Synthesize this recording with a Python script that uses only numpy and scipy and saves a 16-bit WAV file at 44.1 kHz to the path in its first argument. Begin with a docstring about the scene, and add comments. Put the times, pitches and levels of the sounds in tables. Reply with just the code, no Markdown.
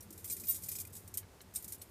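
"""Steel rings and rods of a wire puzzle, worked by hands close to a microphone, clash, chatter and ring briefly.
Each clash is a train of impulses exciting decaying modes, with a metallic hiss; some modes sing out alone.
Loose wires rattle as dense random ticks; the base bar, the frame and the hands give short, duller knocks.
Filtered noise forms the quiet room's hiss, a low rumble and the swish of a hand.
Two hum tones beat against each other beside a faint steady whine."""
import sys
import numpy as np
from scipy import signal
from scipy.fft import rfft, irfft, next_fast_len
from scipy.io import wavfile
from scipy.ndimage import uniform_filter1d, map_coordinates

SR = 44100
rng = np.random.default_rng(int(sys.argv[2]) if len(sys.argv) > 2 else 0)


def to_wav(s):
    """Save 16-bit WAV."""
    ch = np.atleast_2d(s).T  # columns
    pcm = np.round(np.clip(ch, -1, 1) * 32767)  # PCM
    wavfile.write(sys.argv[1], SR, pcm.astype(np.int16))


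def ratio(d):
    """dB to gain"""
    e = np.asarray(d, float) / 20
    return 10 ** e


N = 83790

# spectrum of the room hiss: (frequency [Hz], relative density [dB])
ROOM_SPECTRUM = [(20, -25.5), (70, 2.5), (130, -6.5), (400, -9), (700, -14.5), (1080, -16.5), (2000, -20),
                 (3000, -23.5), (8000, -26), (15600, -29.5)]
# course of the low rumble: (time [s], level [dB])
RUMBLE_LEVEL = [(0, -62), (.15, -61), (.6, -62), (1.2, -64.5), (1.4, -72), (1.7, -63), (1.9, -66.5)]
# spectrum of the low rumble: (frequency [Hz], relative density [dB])
RUMBLE_SPECTRUM = [(40, -29), (70, -5), (130, -3), (195, 3.5), (260, -7), (370, -3.5), (600, -18),
                   (1000, -52)]
# course of the hum, 3 dB above the peak of its lower tone: (time [s], level [dB])
HUM_LEVEL = [(0, -57), (.3, -55.5), (.55, -58.5), (.75, -55.5), (1.24, -54), (1.32, -70), (1.75, -60),
             (1.9, -63)]
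# modes of the wire: name = frequency [Hz]
WIRE_MODES = dict(a=3750, b=5100, c=5720, d=6915, e=7510, f=7940, g=8645, h=8740, i=9312, j=10100, k=11003, l=12155, m=12470, n=12830, o=13150, p=13489, q=13565, r=13900, s=14150, t=14466)
# balance of the clash hiss and of the wire's modes: (frequency [Hz], relative level [dB])
CLASH_SPECTRUM = [(1500, -32.5), (2420, -16), (2670, -25.5), (3160, -18.5), (4530, -13.5), (8480, -3.5),
                  (11500, -5), (13000, -2), (15600, -8)]
# how much the loose wires shake: (time [s], level [dB])
SHAKE_LEVEL = [(0, -75), (.22, -61.5), (.3, -54), (.6, -55.5), (.82, -61), (1.12, -67.5), (1.22, -87),
               (1.53, -78), (1.6, -54), (1.78, -64), (1.9, -72)]
# clashes of rings on rods, 16 dB above the held envelope:
# (time [s], level [dB], chatter [s], nominal 60 dB decay [s])
CLASHES = [(0.0064, -39, 0.0085, 0.025), (0.0238, -41.5, 0.0091, 0.095), (0.1053, -37.5, 0.0065, 0.035),
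           (0.126, -38, 0.0093, 0.057), (0.177, -38, 0.0075, 0.08), (0.191, -45.5, 0.0092, 0.23),
           (0.2434, -28.5, 0.0056, 0.11), (0.2765, -35, 0.012, 0.24), (0.2987, -26, 0.017, 0.11),
           (0.3242, -28.5, 0.0058, 0.11), (0.3663, -32.5, 0.0083, 0.078), (0.3983, -32, 0.01, 0.08),
           (0.4368, -34, 0.012, 0.12), (0.4698, -32, 0.011, 0.16), (0.4832, -28, 0.019, 0.19),
           (0.509, -27, 0.0086, 0.14), (0.5455, -29.5, 0.024, 0.11), (0.622, -37, 0.013, 0.11),
           (0.6359, -30.5, 0.011, 0.079), (0.6599, -35.5, 0.0079, 0.073), (0.6857, -27.5, 0.007, 0.14),
           (0.7158, -26.5, 0.006, 0.17), (0.753, -29.5, 0.013, 0.1), (0.7854, -29, 0.0099, 0.1),
           (0.8006, -27, 0.015, 0.054), (0.851, -36, 0.004, 0.03), (0.8721, -37.5, 0.0063, 0.027),
           (0.93, -39.5, 0.012, 0.086), (0.9528, -33.5, 0.004, 0.06), (0.9647, -33, 0.0046, 0.12),
           (1.0764, -36.5, 0.0055, 0.05), (1.1407, -30.5, 0.013, 0.053), (1.1725, -24.5, 0.011, 0.082),
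           (1.4148, -41.5, 0.0068, 0.042), (1.5385, -39, 0.0085, 0.1), (1.5499, -32.5, 0.01, 0.08),
           (1.5579, -26, 0.0095, 0.11), (1.6244, -40, 0.0064, 0.051), (1.6434, -31.5, 0.006, 0.046),
           (1.6792, -33.5, 0.008, 0.15), (1.7221, -28.5, 0.01, 0.059), (1.745, -37.5, 0.009, 0.05),
           (1.8171, -33, 0.0029, 0.08)]
# single modes that sing out: (time [s], mean rms level while held [dB], hold [s], 60 dB decay [s], mode name)
SINGING_MODES = [(.007, -51, 0.0018, 0.027, "c"), (.253, -48, 0.013, .07, "q"),
                 (.302, -46, .005, 0.052, "e"), (0.314, -41, 0.02, .1, "r"),
                 (.308, -49.5, 0.018, 0.069, "g"), (.31, -52.5, 0.038, 0.11, "i"),
                 (.455, -50, 0.02, 0.092, "q"), (.475, -43, .01, .1, "r"), (0.4844, -30, 0.019, 0.093, "p"),
                 (.485, -43, 0.029, 0.14, "i"), (.5, -43, 0.011, 0.04, "f"),
                 (0.531, -50, 0.014, 0.033, "d"), (.545, -55, 0.018, 0.042, "c"),
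                 (0.662, -54, .015, 0.1, "i"), (0.686, -38, 0.0041, 0.029, "n"),
                 (.7175, -45, 0.01, 0.06, "q"), (.756, -50, 0.0091, 0.048, "f"),
                 (.687, -39.5, 0.0055, .03, "l"), (.722, -52, 0.011, .05, "i"),
                 (.757, -50, .01, 0.026, "d"), (.761, -52, 0.0032, 0.023, "b"),
                 (0.933, -58, 0.018, .05, "f"), (1.172, -32.5, 0.0025, 0.017, "o"),
                 (1.175, -42, 0.0039, 0.038, "g"), (1.542, -60, 0.017, 0.054, "g"),
                 (1.558, -35.5, 0.0051, 0.03, "g"), (1.572, -49.5, 0.016, 0.045, "h"),
                 (1.558, -54, 0.0062, 0.039, "a"), (1.56, -50.5, 0.0057, 0.023, "b"),
                 (1.791, -63, 0.0065, 0.082, "f"), (1.817, -49, 0.0022, 0.032, "i")]
# low bump through the hands: (time [s], peak level [dB])
HAND_BUMPS = [(.105, -52)]
# knocks on the base bar: (time [s], peak level [dB])
BAR_KNOCKS = [(0.2424, -55), (0.3002, -48), (0.3676, -53.5), (0.4369, -52), (0.6868, -49), (0.7158, -54),
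              (0.7524, -49.5), (0.7848, -53), (0.85, -52.5), (1.1762, -65)]
# modes of the base bar: (frequency [Hz], mean relative level [dB])
BASE_BAR_MODES = [(2080, -10), (2420, -3)]
# soft taps on the frame: (time [s], peak level [dB], centre [Hz])
FRAME_TAPS = [(1.2302, -49, 1820), (1.4065, -41, 3300), (1.8164, -41, 4870)]
# modes of the tapped frame: (frequency [Hz])
FRAME_HZ = [1680, 2220, 3010, 3880, 4250, 5300, 5650, 6200]
# spectrum of the hand's swish: (frequency [Hz], relative density [dB])
SWISH_SPECTRUM = [(200, -21), (480, -2), (3000, -27)]


def unit(x):
    """Normalisation: the root mean square becomes 1."""
    return x / np.sqrt(np.mean(x ** 2) + 1e-20)


def curve(rows):
    """Level course: decibels vary linearly between (s, dB) rows; returns the gain per sample."""
    s, db = np.transpose(rows)
    return ratio(np.interp(np.arange(N) / SR, s, db))


def coloured(x, points):
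    """Linear filtering: the spectrum of x is weighted by (Hz, dB) points on a log-frequency axis."""
    m = next_fast_len(len(x) + 2048)
    f, db = np.transpose(points)
    log_hz = np.log(np.fft.rfftfreq(m, 1 / SR) + 1)
    gain = ratio(np.interp(log_hz, np.log(f), db))
    return irfft(rfft(x, m) * gain, m)[:len(x)]


def patchy(x, depth_db):
    """Random modulation: smoothed noise varies the gain over time and frequency."""
    z = signal.stft(x, nperseg=2048)[2]
    field = uniform_filter1d(rng.standard_normal(z.shape), size=4, axis=0)
    field = uniform_filter1d(field, size=3, axis=1)
    return unit(signal.istft(z * ratio(depth_db * unit(field)), nperseg=2048)[1][:N])


def hold_decay(t, held, t60, attack):
    """Driven, then free vibration: a quick rise, a hold and an exponential decay."""
    return (1 - np.exp(-t / attack)) * ratio(-60 * np.maximum(t - held, 0) / t60)


def add(out, s, x):
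    """Superposition: x is summed into out from s seconds on."""
    part = out[max(round(s * SR), 0):][:len(x)]
    part += x[:len(part)]


def room_hiss():
    """Stationary noise: a fixed spectrum colours white noise."""
    return ratio(-60.5) * unit(coloured(rng.standard_normal(N), ROOM_SPECTRUM))


def rumble():
    """Non-stationary noise: low-frequency noise wanders in spectrum and level."""
    noise = coloured(rng.standard_normal(N), RUMBLE_SPECTRUM)
    return curve(RUMBLE_LEVEL) * patchy(noise, depth_db=3.5)


def hum():
    """Beating: two close tones reinforce and cancel at their difference frequency."""
    lower_hz, beat_hz, beat_peak_s = 87.9, 12.09, 0.74
    t = np.arange(N) / SR - beat_peak_s
    lower = np.cos(2 * np.pi * lower_hz * t)
    upper = ratio(-0.5) * np.cos(2 * np.pi * (lower_hz + beat_hz) * t)
    return ratio(-3.0) * curve(HUM_LEVEL) * (lower + upper)


def whine():
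    """Simple harmonic oscillation: one faint tone of constant amplitude."""
    t = np.arange(N) / SR - 0.74
    return ratio(-77) * np.cos(2 * np.pi * 883 * t)


def wire_ring(t, t60, count):
    """Modal superposition: a blow excites the named modes and a dense crowd of chance ones, at new levels."""
    draw = np.clip(rng.standard_normal((len(WIRE_MODES) + count, 2, 1)), -2, 1.5)
    hz = np.r_[list(WIRE_MODES.values()), rng.uniform(1900, 15400, count)][:, None]
    f, db = np.transpose(CLASH_SPECTRUM)
    level = np.interp(np.log(hz), np.log(f), db) + 2 * draw[:, 0]
    mode_t60 = t60 * np.exp(0.25 * draw[:, 1])
    tones = np.sin(2 * np.pi * (hz * t + rng.random(hz.shape)))
    modes = ratio(level - 60 * t / mode_t60) * tones
    return modes.sum(0) * (1 - np.exp(-t / 0.00009))


def rattle():
    """Random impulse excitation: tiny ticks between loose wires ring them, following the shake."""
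    ticks_per_s, tick_t60_s, strength_range_db = 400, 0.036, 1.5 * 4.9
    t, out = np.arange(SR // 16) / SR, 0
    for part in range(6):  # six different rings share the ticks
        draw = rng.random((2, N))
        ticks = (draw[0] < ticks_per_s / 6 / SR) * ratio(strength_range_db * draw[1])
        ring = unit(wire_ring(t, tick_t60_s, count=40))
        out = out + signal.fftconvolve(ticks, ring)[:N]
    return unit(out) * curve(SHAKE_LEVEL)


def clashes():
    """Repeated impact: each clash is a run of bounces that ring the wire, over a metallic hiss."""
    bounces_per_s, first_blow, hiss_db = 500, 7, 0.5  # blow as linear strength, hiss relative to the ring
    out, t = np.zeros(N), np.arange(SR // 6) / SR
    for s, db, held, t60 in CLASHES:
        draw = rng.random((2, len(t)))
        struck = (draw[0] < bounces_per_s / SR) & (t < held)
        bounces = struck * (0.28 + 2 * draw[1] ** 2) + first_blow * (t == 0)
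        ring = signal.fftconvolve(bounces, wire_ring(t, t60, count=70))[:len(t)]
        shape = hold_decay(t, held, t60, attack=0.00038)
        hiss = unit(coloured(rng.standard_normal(len(t)), CLASH_SPECTRUM)) * shape
        ring = ring * np.linalg.norm(shape) / np.linalg.norm(ring)  # energy of the envelope
        add(out, s, ratio(db - 16.0) * (ring + ratio(hiss_db) * hiss))
    return out


def singing():
    """Sustained resonance: chatter keeps one mode of a free ring going, unsteady in level and phase."""
    out, t = np.zeros(N), np.arange(SR // 4) / SR
    for s, db, held, t60, mode in SINGING_MODES:
        # two smooth random courses, 250 points per second
        rows = np.repeat([[0], [1]], len(t), 1)
        level_waver, phase_waver = map_coordinates(rng.standard_normal((2, 80)), [rows, [t * 250] * 2])
        tone = np.sin(2 * np.pi * WIRE_MODES[mode] * t + 0.55 * phase_waver)
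        level = np.sqrt(2) * ratio(db + 1.8 * level_waver)
        add(out, s, level * tone * hold_decay(t, held, t60, attack=0.001))
    return out


def knocks(events, modes, t60, held):
    """Forced resonance: a sharp contact and a short noise puff excite a few modes."""
    out, t = np.zeros(N), np.arange(SR // 8) / SR
    for s, db in events:
        puff = rng.standard_normal(len(t)) * hold_decay(t, held, 0.021, attack=0.0002)
        puff[0] = np.linalg.norm(puff)  # the first contact is one clean blow
        ring = 0
        for hz, mode_db in modes:
            level = ratio(mode_db + rng.normal(0, 1.8) - 60 * t / t60)
            ring = ring + level * np.sin(2 * np.pi * hz * t)
        ring = signal.fftconvolve(puff, ring)[:len(t)]
        add(out, s, ratio(db) * ring / np.abs(ring).max())
    return out


def hand_bumps():
    """Single-mode response: a bump through the hands excites one low resonance."""
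    return knocks(HAND_BUMPS, [(322, 0)], t60=0.14, held=0.0186)


def bar_knocks():
    """Two-mode response: blows on the base bar excite a close pair of resonances."""
    return knocks(BAR_KNOCKS, BASE_BAR_MODES, t60=0.034, held=0.0027)


def taps():
    """Selective excitation: each soft tap on the frame favours the modes near its centre frequency."""
    out = np.zeros(N)
    for s, db, centre_hz in FRAME_TAPS:
        # 9 dB loss an octave away from the centre
        modes = [(hz, -9 * np.log2(hz / centre_hz) ** 2) for hz in FRAME_HZ]
        out += knocks([(s, db)], modes, t60=0.018, held=0.0071)
    return out


def swish():
    """Modulated noise: the open hand sweeping past gives a soft gust under a Gaussian envelope."""
    peak_s, width_s = 1.35, 0.07
    envelope = np.exp(-((np.arange(N) / SR - peak_s) / width_s) ** 2)
    return ratio(-65) * envelope * unit(coloured(rng.standard_normal(N), SWISH_SPECTRUM))


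def scene():
    """Superposition: all sources sum linearly in one channel."""
    room = room_hiss() + rumble() + hum() + whine()
    wires = rattle() + clashes() + singing()
    dull_blows = hand_bumps() + bar_knocks() + taps()
    return (room + wires + dull_blows + swish())[None]


def roll_off(x):
    """The treble ends steeply here."""
    return signal.sosfilt(signal.butter(12, 15700, fs=SR, output="sos"), x)


def record(dry):
    """Band limitation: a zero-phase low-pass at 15.2 kHz removes the highest treble."""
    low_pass = signal.butter(N=12, Wn=15200, fs=SR, output="sos")
    mix = signal.sosfiltfilt(low_pass, dry)
    return roll_off(mix)


dry = scene()
out = record(dry)
to_wav(out)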